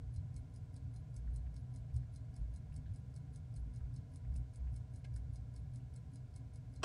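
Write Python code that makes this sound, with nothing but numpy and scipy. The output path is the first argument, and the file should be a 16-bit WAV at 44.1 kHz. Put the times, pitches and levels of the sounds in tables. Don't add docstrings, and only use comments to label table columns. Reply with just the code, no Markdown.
import sys
import numpy as np
from scipy import signal
from scipy.fft import rfft, irfft, next_fast_len
from scipy.io import wavfile
from scipy.ndimage import uniform_filter1d, map_coordinates

SR = 44100
rng = np.random.default_rng(int(sys.argv[2]) if len(sys.argv) > 2 else 0)


def wav_record(signal):
    frames = np.transpose(np.atleast_2d(signal))
    bounded = np.clip(frames, -1, 1)
    quanta = np.round(bounded * 32767).astype(np.int16)
    wavfile.write(sys.argv[1], SR, quanta)


def magnitude_from_level(level_db):
    exponent = np.asarray(level_db, float) / 20
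    return 10 ** exponent


N = 301644
TOP_HZ = 11050


def unit(x):
    return x / np.sqrt(np.mean(x ** 2) + 1e-20)


def filtered(x, response):
    m = next_fast_len(len(x) + 8192)
    return irfft(rfft(x, m) * response(np.fft.rfftfreq(m, 1 / SR)), m)[:len(x)]


def sloped(points):
    hz, db = np.transpose(points)
    return lambda f: magnitude_from_level(np.interp(np.log(f + 1), np.log(hz), db))


def humped(modes, steep):
    def gain(f):
        powers = (magnitude_from_level(2 * db) / (1 + np.abs(2 * (f - hz) / abs(width)) ** steep) for hz, width, db in modes)
        return np.sqrt(sum(powers))
    return gain


def noise(response, count=N):
    return unit(filtered(rng.standard_normal(count), response))


def add(track, s, sound):
    part = track[round(s * SR):][:len(sound)]
    part += sound[:len(part)]


def ring(modes, scatter_db):
    hz, db, t60 = np.transpose(modes)[:, :, None]
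    t = np.arange(SR // 6) / SR
    luck = rng.standard_normal((len(modes), 2))
    decay = magnitude_from_level(db + scatter_db * luck[:, :1] - 60 * t / t60)
    waves = decay * np.sin(2 * np.pi * hz * t + luck[:, 1:])
    return waves.sum(axis=0) * (1 - np.exp(-t / 0.00028))


# drop level/dB, main plate ring/dB, low-high tilt/dB
ENTRY_TEETH = [(-63, 3, 2), (-64, -1, 1.5), (-64, 5.5, 1), (-63, 9.5, -8), (-63, 1, -1), (-62, 10, -1),
               (-64, 1.4, -3), (-66, 3, -5), (-61.5, -15, -2), (-64.5, -2, 4), (-63, 1, -3.5),
               (-63, -1, -2), (-63.5, 2, -2.5), (-63, -1, 3), (-63, -12, 3)]
# drop level/dB, main plate ring/dB, low-high tilt/dB
EXIT_TEETH = [(-61, 3, -3.5), (-64, 6, 1), (-60, -6, -2.5), (-63.5, 3, 3.5), (-62.5, 4, -1),
              (-63.2, -2.9, 1), (-62, -1.2, -3), (-63.5, 6, 0.5), (-62, 5, -3.5), (-64.5, 5, 3),
              (-61.5, 1, -6), (-63.5, 5, -4), (-59.5, -1, -2.5), (-62.5, 0, 1), (-63, 1, -1.5)]


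def beats():
    first_drop_s, swing_s, beat_error_s = .1616, .1999, .0031
    unlock_level_db = -71.5
    k = np.arange(int((N / SR - first_drop_s) / swing_s) + 1)
    drop_db, ring_db, tilt_db = np.array([ENTRY_TEETH, EXIT_TEETH])[k % 2, k // 2 % len(ENTRY_TEETH)].T
    drop_s = first_drop_s + k * swing_s + k % 2 * beat_error_s
    return np.transpose([drop_s, drop_db, unlock_level_db - drop_db, ring_db, tilt_db])


# f/Hz, t60/s, then level/dB for entry drop, exit drop, entry unlock, exit unlock
PLATE_MODES = [(1640, 0.13, -19, -11.5, -6, -13), (2186, 0.15, -10.5, -8, -10.5, -16),
               (3610, 0.032, -7.5, -7, -28, -11), (4150, 0.059, -3.5, -3.5, -1.5, -9),
               (4490, 0.064, -14, -2, -11, -16), (4820, 0.082, -11, -15, -5, 1),
               (4960, 0.11, -8.5, -10, -7, -4.5), (5010, .065, -6, -17, -13, 1),
               (5350, 0.038, -23, -1.5, -2, -12), (5490, .04, -11, -2, -7, 5),
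               (5840, 0.047, -2.5, -16, -9, -16), (6300, 0.05, -6, -21.5, -8, -23),
               (6440, 0.043, -6.5, 2.5, 0.5, -12), (6640, 0.066, -2.5, -9, -12, -6),
                (7680, 0.016, 0, 5.5, -14, -23), (7874, 0.041, 2.5, 2.5, -11, -5),
                (8220, 0.037, -4.5, 0, -11, 0), (8530, 0.02, 5, -1.5, -14, -24),
                (9100, 0.1, -6.5, -20, -5, -9.5), (8860, 0.028, 0, 5.5, 7.5, 4),
                (9340, 0.057, -2, -5.5, -18, -13), (9400, 0.046, -19, -9, -29, -12),
                (9910, 0.06, -4, -14, -2.5, -14), (10210, 0.065, -6, -6, -1, -6),
                (11150, 0.058, -13, -14, -25, -18)]
# lead t/s, level re unlock/dB
LEAD_BLOWS = [
    [(.0229, 0), (.0193, -2), (.0122, -2), (.0098, -7)],
    [(.0226, 2), (.0198, -9), (.0076, -3), (.0048, -6)],
]
# lag t/s, level/dB
DROP_BLOWS = [
    (-.0005, 0),
    (.003, -6),
    (.0112, -12.5),
    (.0142, -15),
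]


def watch():
    out, t = np.zeros(N), np.arange(SR // 8) / SR
    rows = beats()
    hz, t60, *colour_db = np.transpose(PLATE_MODES)[:, :, None]
    sign = rng.choice([-1, 1], (4, len(hz), 1))
    chance = rng.standard_normal((len(rows), 8, len(hz), 3))
    cracks = rng.standard_normal((len(rows), 8, 600))
    wear = rng.standard_normal((len(rows), 2)) * [.0003, .5]
    brittle = signal.butter(2, [4200, 10000], "bandpass", fs=SR, output="sos")
    main = (hz > 3900) & (hz < 4300)
    low = np.clip((7000 - hz) / 2000, -.5, .5)
    rise = 1 - np.exp(-t / np.where(main, .003, .0002))
    fade = magnitude_from_level(-60 * t / (np.where(main, 1.1, .62) * t60)) * rise
    for k, (s, db, unlock_db, ring_db, tilt_db) in enumerate(rows):
        side = k % 2
        s, tilt_db = s + wear[k, 0], tilt_db + wear[k, 1]
        drop_db = db - 6.5 + main * (ring_db + 2) + low * tilt_db
        blows = [(s + lag, drop_db + g, side) for lag, g in DROP_BLOWS]
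        blows += [(s - lead, db + unlock_db + g - 7.5, 2 + side) for lead, g in LEAD_BLOWS[side]]
        for (at, level_db, kind), luck, crack in zip(blows, chance[k], cracks[k]):
            size = sign[kind] * magnitude_from_level(level_db + colour_db[kind] + 1.3 * luck[:, :1])
            pitch = hz * (1 + 0.0019 * luck[:, 2:])
            waves = size * fade * np.sin(2 * np.pi * pitch * t + 0.48 * luck[:, 1:2])
            add(out, at, np.sum(waves, axis=0))
            crack_fade = magnitude_from_level(np.mean(level_db) + 9 - 60 * t[:600] / .012)
            add(out, at, crack_fade * signal.sosfilt(brittle, crack))
    return out


def spikes():
    t, gate = np.arange(SR // 100) / SR, np.zeros(N)
    for s, db, unlock_db, *_ in beats():
        add(gate, s - .0005, magnitude_from_level(db - 21 - 60 * t / .016))
        add(gate, s - .0228, magnitude_from_level(db + unlock_db - 13 - 60 * t / .012))
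    return gate * noise(lambda f: f > TOP_HZ)


def top_band_noise():
    frame_s, start_s = 1024 / 22050, .032
    frame = ((np.arange(N) / SR - start_s) // frame_s).astype(int) + 1
    power = np.zeros(frame[-1] + 1)
    for s, db, unlock_db, *_ in beats():
        power[frame[round((s + .002) * SR)]] += magnitude_from_level(2 * (db - 22.5))
        power[frame[round((s - .021) * SR)]] += magnitude_from_level(2 * (db + unlock_db - 24.5))
    gate = np.sqrt(np.abs(uniform_filter1d(power[frame], size=150)))
    return gate * noise(humped([(10160, 900, -2), (10900, 300, -3.5)], steep=4.6))


def room(x):
    t = np.arange(SR // 4) / SR
    tail = rng.standard_normal(len(t)) * magnitude_from_level(-60 * t / 0.12)
    delayed = np.pad(x, (130, 0))
    return signal.fftconvolve(delayed, tail / np.linalg.norm(tail))[:N]


# t/s, knock level/dB, crack level/dB
LATCH_EVENTS = [
    (6.823, -65, -74),
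    (6.8308, -50, -47),
    (6.8325, -45, -47),
    (6.834, -39.5, -43),
    (6.8355, -45.5, -45.5),
    (6.8368, -38.5, -50),
    (6.8382, -40, -42.5),
]
# f/Hz, level/dB, t60/s
KNOCK_MODES = [(400, -0.5, 0.052), (700, 3.5, 0.043), (1030, 5, 0.027), (1430, 1, 0.021), (1800, -7, 0.027)]
# f/Hz, level/dB, t60/s
CRACK_MODES = [(2690, 4, 0.02), (3160, 1.5, 0.024), (4360, -5, .02), (5130, 1.5, 0.016), (5690, -2, 0.033),
               (7230, -5, 0.011), (7950, -10, .02), (8760, -12, .015), (9440, -16, 0.014),
               (3840, -11.5, 0.016), (6300, -13, 0.017), (10700, -23, .015)]


def click():
    out = np.zeros(N)
    for s, knock_db, crack_db in LATCH_EVENTS:
        knock = magnitude_from_level(knock_db) * ring(KNOCK_MODES, scatter_db=-2.5)
        crack = magnitude_from_level(crack_db) * ring(CRACK_MODES, scatter_db=4.0)
        add(out, s, knock + crack)
    return out


# t/s, peak level/dB, centre f/Hz, width/Hz, t60/s
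TAP_EVENTS = [(1.275, -63.5, 1620, 500, 0.13), (1.464, -62, 1860, 1400, 0.063),
              (1.897, -69, 2100, 900, 0.098), (2.029, -68, 1700, 700, .07), (2.721, -62, 2650, 1800, 0.063),
              (2.859, -66, 1650, 300, 0.14), (2.858, -68, 3520, 1200, 0.13), (3.276, -68, 1700, 700, .07),
              (3.801, -64.5, 1330, 600, 0.11), (4.248, -65, 1900, 800, 0.074),
              (4.354, -60.5, 2090, 1500, 0.052), (4.671, -63.5, 2200, 1200, 0.089),
              (5.162, -59, 1640, 400, 0.055), (5.8, -70, 2750, 300, .08)]
# f/Hz, level/dB, t60/s
CLEAR_TAP_MODES = [(634, 3.5, .12), (1640, -2, .1), (2130, -1, 0.098), (2250, -4, 0.076), (2600, -7, 0.062),
                   (3000, -17, .06), (4250, -5, 0.067), (4530, -9, .06), (5000, -8, .04), (5900, -16, .05),
                   (7300, -14, .04), (9000, -10, .03)]
# t/s, level/dB
CLEAR_TAP_CONTACTS = [
    (5.0425, -74),
    (5.0448, -70.5),
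    (5.048, -65.5),
    (5.053, -83),
]


def taps():
    out, count = np.zeros(N), SR // 6
    t = np.arange(count) / SR
    for s, db, hz, width, t60 in TAP_EVENTS:
        fade = magnitude_from_level(db - 7.5 - 60 * t / t60) * (1 - np.exp(-t / 0.0011))
        add(out, s, fade * noise(humped([(hz, width, 0)], steep=4.4), count=count))
    for s, db in CLEAR_TAP_CONTACTS:
        colour = humped([(2200, 540, 6), (4800, 3000, -5)], steep=1.5)
        wash = magnitude_from_level(1.5 - 60 * t / 0.068) * noise(colour, count=count)
        add(out, s, magnitude_from_level(db) * (ring(CLEAR_TAP_MODES, scatter_db=1.0) + wash))
    return out


# t/s, length/s, peak level/dB rms, floor f/Hz
STEPS = [(0.019, 0.081, -44.5, 62.3), (0.148, 0.051, -40.5, 94.5), (0.932, 0.065, -49.5, 60.2),
         (1.157, 0.082, -44, 57.5), (1.249, 0.32, -40.5, 59.84), (1.92, 0.042, -37, 65.4),
         (1.93, 0.071, -45.5, 117.3), (2.369, .15, -39.5, 57.9), (2.699, 0.11, -47, 62.8),
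         (2.88, 0.056, -44.5, 100), (3.56, 0.16, -43, 56), (3.8, 0.042, -42, 59.6), (4.257, .14, -39, 62.9),
         (4.58, 0.18, -39, 62.6), (5.108, 0.21, -43.5, 61.2), (5.56, 0.036, -45.5, 61.7)]


def footfalls():
    rise_s, sag_db_per_s, release_db_per_s, wander_per_s = 0.016, 25, 150.5, 18
    thump_hz, thump_db, thump_release_db_per_s = 42, -6.5, 119
    out, t = np.zeros(N), np.arange(SR) / SR
    rise = 1 - np.exp(-(t / rise_s) ** 2)
    thump = magnitude_from_level(thump_db - thump_release_db_per_s * t) * np.sin(2 * np.pi * thump_hz * t)
    for s, length, db, hz in STEPS:
        level_db = db - sag_db_per_s * t - release_db_per_s * np.maximum(t - length, 0)
        wander = map_coordinates(rng.standard_normal(40), [wander_per_s * t])
        swing = np.sin(2 * np.pi * hz * t + wander) + thump
        add(out, s, np.sqrt(2) * magnitude_from_level(level_db) * rise * swing)
    return out


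# f/Hz, width/Hz, level/dB
BOOM_MODES = [(40.1, 8.1, -9.5), (61.2, 12.8, -1)]
# f/Hz, width/Hz, level/dB
HUM_MODES = [(88.3, 26.6, -4.5), (119.84, 13.4, 0), (146.8, 14.7, -7), (187.4, 12, -17), (223, 36, -25.5),
             (263.3, 23.5, -19)]
# f/Hz, width/Hz, level/dB
DUCT_MODES = [(347, 110, -3), (463, 63, 0.5), (631.4, 81, -0.5), (746.6, 49, -0.5), (1002, 87, -6.5),
              (1424, 120, -11), (1650, 78, -11), (2172, 206, -16.5)]
# t/s, drone level/dB
DRONE_LEVEL = [(0.0, -50.5), (0.21, -49.5), (0.34, -49.5), (1.89, -50), (2.0, -45.5), (2.06, -50), (2.99, -48),
               (3.05, -51.5), (4.0, -46.5), (4.04, -50.5), (4.42, -48.5), (4.46, -55), (4.61, -50),
               (6.53, -51), (6.82, -49.5), (6.84, -62)]


def ventilation():
    boom = filtered(noise(humped(BOOM_MODES, steep=3.4)), lambda f: 1 / (1 + (33 / (f + 1)) ** 6))
    drone_db = np.interp(np.arange(N) / SR, *np.transpose(DRONE_LEVEL))
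    hum = magnitude_from_level(1 + drone_db) * noise(humped(HUM_MODES, steep=3.82))
    duct = noise(humped(DUCT_MODES, steep=2.75))
    return magnitude_from_level(-56) * boom + hum + magnitude_from_level(-72.5) * duct


def scene():
    ticks = watch()
    near = ticks + magnitude_from_level(-12.0) * room(ticks)
    return (near + ventilation() + footfalls() + taps() + click())[None]


def band_limit(x):
    return signal.sosfilt(signal.butter(12, 15700, fs=SR, output="sos"), x)


# f/Hz, level/dB
HISS_SPECTRUM = [(200, -5.5), (900, -1.5), (2500, -2.5), (4500, -4.5), (8500, -8), (9600, -11.5),
                 (10900, -22.5), (11100, -35), (22000, -42)]


def record(dry):
    x = dry[0] + magnitude_from_level(-81) * noise(sloped(HISS_SPECTRUM)) + top_band_noise()
    x = filtered(x, lambda f: np.where(f < TOP_HZ, 1, magnitude_from_level(-25)))
    x = x + magnitude_from_level(-92.5) * rng.standard_normal(N) + spikes()
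    return band_limit(x[None])


dry = scene()
out = record(dry)
wav_record(out)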